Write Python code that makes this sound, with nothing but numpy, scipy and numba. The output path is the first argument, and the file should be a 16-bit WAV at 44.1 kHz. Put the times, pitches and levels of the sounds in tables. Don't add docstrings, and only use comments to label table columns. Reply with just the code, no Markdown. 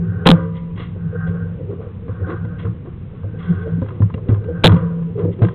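import sys
import numpy as np
from scipy import signal
from scipy.fft import rfft, irfft, next_fast_len
from scipy.io import wavfile
from scipy.ndimage import uniform_filter1d
from numba import njit

SR = 44100
rng = np.random.default_rng(int(sys.argv[2]) if len(sys.argv) > 2 else 0)


def materialize(psi):
    bounded = np.clip(np.atleast_2d(psi).T, -1, 1)
    quanta = np.round(bounded * 32767).astype(np.int16)
    wavfile.write(sys.argv[1], SR, quanta)


N = 244314
T = np.arange(N) / SR


def undb(db):
    return 10 ** (np.asarray(db) / 20)


def unit(x):
    return x / np.sqrt(np.mean(x ** 2))


def walk(rate):
    k = int(SR / rate)
    steps = np.repeat(rng.standard_normal(N // k + 1), k)
    smooth = uniform_filter1d(uniform_filter1d(steps, k), k)
    return unit(smooth[:N])


def ring(x, modes):
    out = 0
    for hz, db, t60 in modes:
        r = np.exp(-np.log(1000) / (t60 * SR))
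        w = 2 * np.pi * hz / SR
        mode = signal.lfilter([0, r * np.sin(w)], [1, -2 * r * np.cos(w), r * r], x)
        out = out + undb(db) * mode
    return out


def rasp(peaks, grit_db):
    grains = rng.standard_normal(N) * undb(grit_db * walk(120))
    out = 0
    for hz, width, db in peaks:
        b, a = signal.iirpeak(hz, hz / width, SR)
        band = signal.lfilter(b, a, signal.lfilter(b, a, grains))
        out = out + undb(db) * unit(band)
    return unit(out)


def blows(s, db, ms, soft_hz, ragged):
    size = 4096
    force, k = np.zeros(N + size), np.arange(size)
    chatter = rng.standard_normal((len(s), size))
    for start, gain, length, noise in zip(s, undb(db), np.broadcast_to(ms, len(s)), chatter):
        first = int(start * SR)
        n = max(length, .2) * SR / 1000
        push = np.sqrt(k / n) * np.exp(-k / n) / np.sqrt(n)
        force[first:first + size] += gain * ragged * noise * push
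        force[first] += gain * .5 * np.sqrt(max(1 - ragged ** 2, 0))
    return signal.sosfilt(signal.butter(2, soft_hz, fs=SR, output="sos"), force[:N])


def swells(steady_db, rows, rise, fall):
    power = undb(steady_db) ** 2
    for s, db, hold_ms, *_ in rows:
        start = max([0] + [slam for slam, _ in SLAMS if slam <= s])
        before = np.maximum(s - T, 0)
        after = np.maximum(T - s - hold_ms / 1000, 0)
        power = power + (T >= start) * undb(db - rise * before - fall * after) ** 2
    return np.sqrt(power)


# (t/s, sway level/dB, ring level/dB, drag level/dB)
STEADY_PULL = [
    [(0.0, -27, -23, -34), (0.148, -41.5, -27, -38.5), (0.25, -28, -29, -32)],
    [(0.4, -24.5, -23, -35), (0.63, -46, -25, -51), (1.02, -25.5, -32.5, -43.5), (1.34, -35, -23, -41),
     (1.8, -38.5, -42.5, -39.5), (1.93, -38, -45, -46.5), (2.52, -29.5, -30, -40), (2.92, -44, -46, -49.5),
     (3.25, -34.5, -45.5, -45), (3.65, -28.5, -27.5, -35), (4.1, -37, -37.5, -42.5), (4.41, -29, -39, -34),
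     (4.63, -25, -35.5, -33.5)],
    [(4.79, -23.5, -26, -30.5), (4.92, -35.5, -20.5, -36.5), (5.042, -39, -21, -39.5),
     (5.17, -33.5, -28.5, -45), (5.294, -36.5, -36, -35), (5.54, -29.5, -31, -35)],
]


def pull_levels():
    rows = []
    for table, after in zip(STEADY_PULL, STEADY_PULL[1:]):
        hold = (after[0][0] - .004, *table[-1][1:])
        rows += [*table, hold]
    s, *columns = np.transpose(rows + list(STEADY_PULL[-1]))
    return [np.interp(T, s, column) for column in columns]


# (peak t/s, level/dB, hold/ms)
RING_JOLTS = [(0.019, -24.5, 30), (.22, -24.5, 5), (0.267, -2, 5.3), (0.307, -2.5, 33), (1.06, -19.5, 15),
              (1.29, -21, 10), (1.45, -25.5, 90), (1.71, -34.5, 10), (1.85, -43, 5), (2.06, -29, 10),
              (2.25, -30, 5), (2.429, -24, 17), (2.52, -27, 10), (2.66, -27, 60), (3.401, -23, 3.3),
              (3.506, -11.5, 10), (3.7, -21, 50), (3.79, -19.5, 9.6), (4.051, -21.5, 10), (4.18, -34, 10),
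              (4.3, -36.5, 10), (4.46, -25.5, 5), (4.55, -22.5, 20), (4.659, -3.5, 16), (4.741, -4, 5),
              (4.836, -17.5, 30), (5.237, -18, 5), (5.306, -24, 5), (5.466, -13.5, 5)]
RING_HZ, RING_WANDER_HZ = 168.5, 4
SETTLE_S, SETTLE_SHARE = .6, .85


def frame_ring():
    settled = sum((T > s) * np.exp(-((T - s) / SETTLE_S) ** 4) for s, _ in SLAMS)
    loose = 1 - SETTLE_SHARE * settled
    pitch = RING_HZ + RING_WANDER_HZ * loose * walk(25)
    hum = np.sin(2 * np.pi * np.cumsum(pitch) / SR) * undb(3.1 * loose * walk(25))
    return np.sqrt(2) * hum * swells(pull_levels()[1], RING_JOLTS, rise=650, fall=540)


# (peak t/s, level/dB, hold/ms)
SWAY_LURCHES = [(.094, -16.5, 5), (.164, -18.5, 5.5), (.31, -20, 65), (1.03, -27, 9.7), (1.29, -18.5, 9.3),
                (1.43, -20, 10), (1.62, -37, 8), (2.099, -21, 3), (2.225, -19, 24), (2.39, -24, 5),
                (2.46, -27.5, 20), (2.655, -19.5, 42), (2.744, -31, 3), (3.24, -26, 37), (3.56, -23.5, 32),
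                (3.73, -19.5, 24), (3.84, -26, 16), (4.027, -7.5, 9.1), (4.065, -16.5, 4.5),
                (4.316, -6.5, 12), (4.37, -20.5, 20), (4.49, -21.5, 20), (4.711, -7, 12), (5.236, -18, 55),
                (5.436, -7, 13.5)]
SWAY_HZ, SWAY_WANDER_HZ = 101.06, 6


def frame_sway():
    pitch = SWAY_HZ + SWAY_WANDER_HZ * walk(30)
    sway = np.sin(2 * np.pi * np.cumsum(pitch) / SR) * undb(1.4 * walk(40))
    return np.sqrt(2) * sway * swells(pull_levels()[0], SWAY_LURCHES, rise=920, fall=420)


# (f/Hz, relative level/dB)
FLOOR_SHAPE = [(12, -42.5), (20, -8.5), (37, -14), (75, -4.5), (96, 1), (179, -5), (224, -12), (448, -29),
               (671, -37.5), (1030, -35), (1640, -41.5), (2870, -46.5), (3590, -51.5), (4200, -62.5),
               (5460, -100), (9240, -120)]
FLOOR_DB = -29.5


def background():
    size = next_fast_len(N)
    hz = np.fft.rfftfreq(size, 1 / SR) + 1
    shape_hz, shape_db = np.transpose(FLOOR_SHAPE)
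    shape = undb(np.interp(np.log(hz), np.log(shape_hz), shape_db))
    noise = irfft(rfft(rng.standard_normal(size)) * shape, size)[:N]
    return unit(noise) * undb(FLOOR_DB)


# (peak t/s, level/dB, hold/ms, groan f/Hz)
DRAG_SURGES = [(0.075, -49, 5, 392), (.27, -15.5, 16, 440), (0.641, -53, 10, 432), (.8, -34, 13, 420),
               (0.971, -37, 2.15, 391), (1.139, -30.5, 20, 458), (1.28, -37, 87, 460),
               (1.603, -28.5, 10, 472), (1.705, -26, 20, 380.4), (1.8, -40, 92, 450), (2.09, -35, 5, 463),
               (2.22, -28.5, 3.2, 393), (2.276, -30, 35, 334), (2.331, -27.5, 15, 339),
               (2.45, -40, 10, 450.3), (2.65, -29, 14, 500), (2.87, -36.5, 20, 349),
               (3.14, -42.5, 7.9, 408), (3.24, -37, 5.9, 498), (3.361, -36.5, 2.7, 453),
               (3.511, -34.5, 33, 369), (3.669, -28, 14.5, 451), (3.82, -42, 30, 433),
               (4.01, -30.5, 8.8, 321), (4.18, -31, 10, 440), (4.29, -27, 39, 362), (4.49, -27, 17, 452),
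               (4.651, -3.5, 3.9, 491), (5.186, -23, 70, 424.3), (5.291, -23, 10, 408.6),
               (5.416, -19.5, 33, 360)]
# (f/Hz, width/Hz of each filter pass, relative level/dB)
DRAG_BANDS = [(217, 17, -8.5), (326, 120, 7), (465.4, 87, 9), (480.5, 18, 2)]
GROAN_WIDTH_HZ = 65.
GROAN_DB, GROAN_DB_PER_MS = -1.5, 0.11


def drag():
    s, _, hold_ms, groan_hz = np.transpose(DRAG_SURGES)
    hz = np.interp(T, s, groan_hz)
    once = sweep(rng.standard_normal(N), hz, GROAN_WIDTH_HZ)
    groan = unit(sweep(once, hz, GROAN_WIDTH_HZ))
    groan = groan * undb(GROAN_DB + GROAN_DB_PER_MS * np.interp(T, s, hold_ms))
    grind = unit(rasp(DRAG_BANDS, 2.9) + groan)
    return grind * swells(pull_levels()[2], DRAG_SURGES, rise=440, fall=680)


@njit
def sweep(x, hz, width):
    y, band, low = np.empty(len(x)), 0., 0.
    for i in range(len(x)):
        g, k = np.tan(np.pi * hz[i] / SR), width / hz[i]
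        v = (band + g * (x[i] - low)) / (1 + g * (g + k))
        band = 2 * v - band
        low = low + 2 * g * v
        y[i] = k * v
    return y


# (start t/s, end t/s, level/dB at the start, level/dB at the end)
RUBS = [(-.1, 0.4, -53, -33.5), (1.002, 1.529, -42, -41.5), (2.073, 2.617, -43.5, -42),
        (3.205, 3.804, -48, -39.5), (4.391, 4.948, -43.5, -41)]
# (f/Hz, width/Hz of each filter pass, relative level/dB)
COIL_BANDS = [(756, 56, -8.5), (1096, 63, -5.5), (1252, 30, -6), (1425, 24, -3), (1566, 13, -2.5),
              (1534.5, 73, 3), (1595, 100, -8), (1864, 25, -13.5)]
RUB_RISE_S, RUB_FADE_S = .3, 0.33


def coil_rub():
    gain = 0
    for start, end, first_db, last_db in RUBS:
        ramps = np.minimum((T - start) / RUB_RISE_S, (end - T) / RUB_FADE_S) + .5
        touch = np.clip(ramps, 0, 1) ** 2
        gain = gain + touch * undb(np.interp(T, [start, end], [first_db, last_db]))
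    return gain * rasp(COIL_BANDS, 2.2) * undb(2.2 * walk(14))


BUZZ_HZ, BUZZ_DB = 25, -66


def buzz():
    cycle = (T - .03) * BUZZ_HZ % 1
    gate = np.exp(-cycle / 0.022)
    return undb(BUZZ_DB) * gate * rasp([(2600, 2500, 0)], 1.5)


# (t/s, tick level/dB, bright part level/dB)
SHARP_TICKS = [(0.256, -20, -20), (0.26, -5, -10), (0.276, -2.5, -21), (0.776, -32, -43),
               (1.805, -44, -61.5), (2.082, -30.5, -50.5), (2.297, -28.5, -43), (2.32, -31, -46),
               (2.45, -32.5, -46), (2.651, -33.5, -53), (2.859, -38.5, -60), (3.132, -55, -58),
               (3.234, -37, -58), (3.818, -29.5, -45.5), (3.826, -30.5, -53), (3.862, -29, -55),
               (3.886, -26, -41), (3.906, -27, -48), (4.021, -20, -50), (4.101, -28.5, -52),
               (4.141, -32, -31.5), (4.179, -35, -53), (4.287, -43.5, -36), (4.304, -25, -48),
               (4.321, -38, -47), (4.344, -26, -46), (4.36, -31.5, -55), (4.441, -33.5, -44),
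               (4.638, -16.5, -8.5), (4.694, -18, -26), (4.72, -16.5, -27.5), (4.765, -26.5, -35.5),
               (5.026, -34.5, -70), (5.194, -31.5, -39.5), (5.391, -36.5, -47), (5.42, -19, -37.5),
               (5.43, -16, -45), (5.448, -17.5, -31.5), (5.469, -26.5, -45.5), (5.486, -20, -37.5),
               (5.51, -33.5, -57.5)]
# (f/Hz, level/dB, time to fall 60 dB/s)
TICK_MODES = [(1040, 3, 0.034), (1230, -1, 0.025), (1377, -8, 0.021), (1570, -7, .03)]
BRIGHT_MODES = [(2003, 5, 0.03), (2350, 2, .015), (2700, 3, 0.015), (3250, 2, 0.015)]


def ticks():
    s, tick_db, bright_db = np.transpose(SHARP_TICKS)
    body = ring(blows(s, tick_db, 2.9, 2800, .8), TICK_MODES)
    bright = ring(blows(s, bright_db, 3.0, 4800, .85), BRIGHT_MODES)
    return body + bright


# (t/s, knock level/dB, thump level/dB, contact/ms)
CABLE_KNOCKS = [(0.261, 2.5, -15.5, 3), (0.271, -19, -3, 9), (0.289, -14, 8, 6.9), (0.955, -51, -31, 9.1),
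                (1.598, -28, -31, 6.6), (1.7, -22.5, -25.5, 4), (1.804, -27.5, -35, 4.6),
                (2.084, -26, -28, 6), (2.268, -26, -37, 5), (2.297, -20, -36.5, 5), (2.332, -28.5, -30, 4),
                (2.449, -30.5, -21, 3), (2.651, -22, -14, 3), (2.853, -32.5, -33, 2.45),
                (3.135, -35, -42, 4.4), (3.242, -24, -20.5, 10.6), (3.779, -37, -16, 9.6),
                (3.82, -17.5, -8, 4.5), (4.004, -21.5, -4, 3), (4.143, -27, -12.5, 3), (4.291, -22, 0, 3),
                (4.641, 6, 6.5, 3.7), (4.657, -9.5, -20.5, 7.6), (4.69, -17, -10, 5.4),
                (4.72, -30, -2, 6.9), (4.764, -21, -6.5, 4), (5.289, -24, -22, 4.5), (5.419, -17, 0, 4.8)]
# (f/Hz, level/dB, time to fall 60 dB/s)
THUMP_MODES = [(104, -5, 0.2), (135.5, -4, 0.15), (185, -6, 0.09), (215, -4, 0.07), (250, -5, 0.06)]
KNOCK_MODES = [(321.5, -8, 0.38), (375, -6, 0.058), (456, 0, 0.15), (519.4, -0.5, 0.15),
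               (528, -15.5, 0.049), (667.4, -12, 0.037)]


def knocks():
    s, knock_db, thump_db, ms = np.transpose(CABLE_KNOCKS)
    low = ring(blows(s, thump_db, ms, 390, 0.54), THUMP_MODES)
    low = signal.sosfilt(signal.butter(2, 65, "high", fs=SR, output="sos"), low)
    middle = ring(blows(s, knock_db, ms, 600, .65), KNOCK_MODES)
    return low + middle


# (t/s, level/dB of the long ring)
SLAMS = [(.262, -9.5), (4.642, -13)]
# (f/Hz, level/dB, time to fall 60 dB/s)
SLAM_MODES = [(258, -7, .5), (312, -3, .4), (449, -6, .9), (453.5, -5, .8), (522, -4, .75), (576, -9, .45),
              (775, -24, .6), (985, -17, 1.3), (997, -27, .8), (1093, -17, .75), (1184, -17, .75),
              (1206, -15, .65), (1432, -14, .5), (1986, -32, .9)]


def slam_tails():
    s, db = np.transpose(SLAMS)
    return ring(blows(s, db, 17.0, 2800, 0.35), SLAM_MODES) * undb(2.6 * walk(40))


# (start t/s, rise/ms, fade/ms, low level/dB, high level/dB)
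SKIN_SCUFFS = [(.53, 34, 42, -58, -49), (.755, 52, 42, -38.5, -38), (1.26, 16, 44, -46, -52.5),
               (1.70, 15.6, 55, -48.5, -66.5), (1.80, 18.5, 72, -46, -70), (2.08, 9.7, 160, -46, -65),
               (2.261, 47, 43, -32, -52), (2.58, 21, 34, -43.5, -46.5), (2.645, 7.6, 28, -37.5, -68),
               (2.851, 16, 47, -47.5, -67), (3.14, 14, 47, -54, -58.5), (3.379, 31, 180, -43.5, -48.5),
               (3.80, 34, 410, -52, -62), (4.281, 17, 30, -36, -57), (5.411, 13.5, 114, -43.5, -49.5),
               (4.679, 7.7, 100, -28.5, -47.5), (5.168, 39, 37, -38.5, -55.5), (5.31, 24, 19, -62, -54.5),
               (0.277, 8.7, 74, -27, -45)]
# (f/Hz, width/Hz of each filter pass, relative level/dB)
LOW_BANDS = [(770, 230, -6.5), (1126, 360, 2), (1366, 230, -9)]
HIGH_BANDS = [(2030, 320, 1), (2838, 590, -3), (3210, 380, -4.5)]


def scuffs():
    low, high = 0, 0
    for s, rise, fade, low_db, high_db in SKIN_SCUFFS:
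        since = (T - s) * 1000
        swell = np.clip(since / rise, 0, 1) * np.exp(-np.maximum(since - rise, 0) / fade)
        low = low + undb(low_db) * swell
        high = high + undb(high_db) * swell
    return low * rasp(LOW_BANDS, 0.47) + high * rasp(HIGH_BANDS, 2.4)


def scene():
    steady = frame_ring() + frame_sway() + background() + buzz()
    cable = drag() + coil_rub() + scuffs()
    hits = ticks() + knocks() + slam_tails()
    return (steady + cable + hits)[None]


# (t/s, number of flips to the lower rail)
SPIT_BURSTS = [(.2682, 1), (.2719, 2), (.2727, 1), (.2729, 2), (.2744, 2), (.2895, 2), (.2907, 1),
               (.304, 2), (.3155, 2), (4.6418, 2), (4.6438, 2), (4.6451, 2), (4.6463, 2), (4.6519, 3),
               (4.6584, 1), (4.6592, 3), (4.6609, 1), (4.6697, 4), (4.6769, 1)]
SPIT_HZ, SPIT_DEPTH = 3660, 0.7
FULL_LOW, FULL_HIGH, RAIL = -.7, .74, .755
BAND_HZ, TOP_HZ = 3980, 15800
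HISS_DB = -101


def record(dry):
    x = dry.clip(FULL_LOW, FULL_HIGH)
    for s, flips in SPIT_BURSTS:
        first = int((s - .5 / SPIT_HZ) * SR)
        last = int((s + (flips + 1.2) / SPIT_HZ) * SR)
        cycle = (T[first:last] - s) * SPIT_HZ
        down = (cycle % 1 < .42) & (cycle > 0) & (cycle < flips)
        x[:, first:last] = np.where(down, -SPIT_DEPTH, FULL_HIGH)
    x = signal.sosfiltfilt(signal.cheby1(6, .3, BAND_HZ, fs=SR, output="sos"), x)
    x = x.clip(-RAIL, RAIL) + undb(HISS_DB) * rng.standard_normal(N)
    return signal.sosfilt(signal.ellip(8, .2, 60, TOP_HZ, fs=SR, output="sos"), x)


dry = scene()
out = record(dry)
materialize(out)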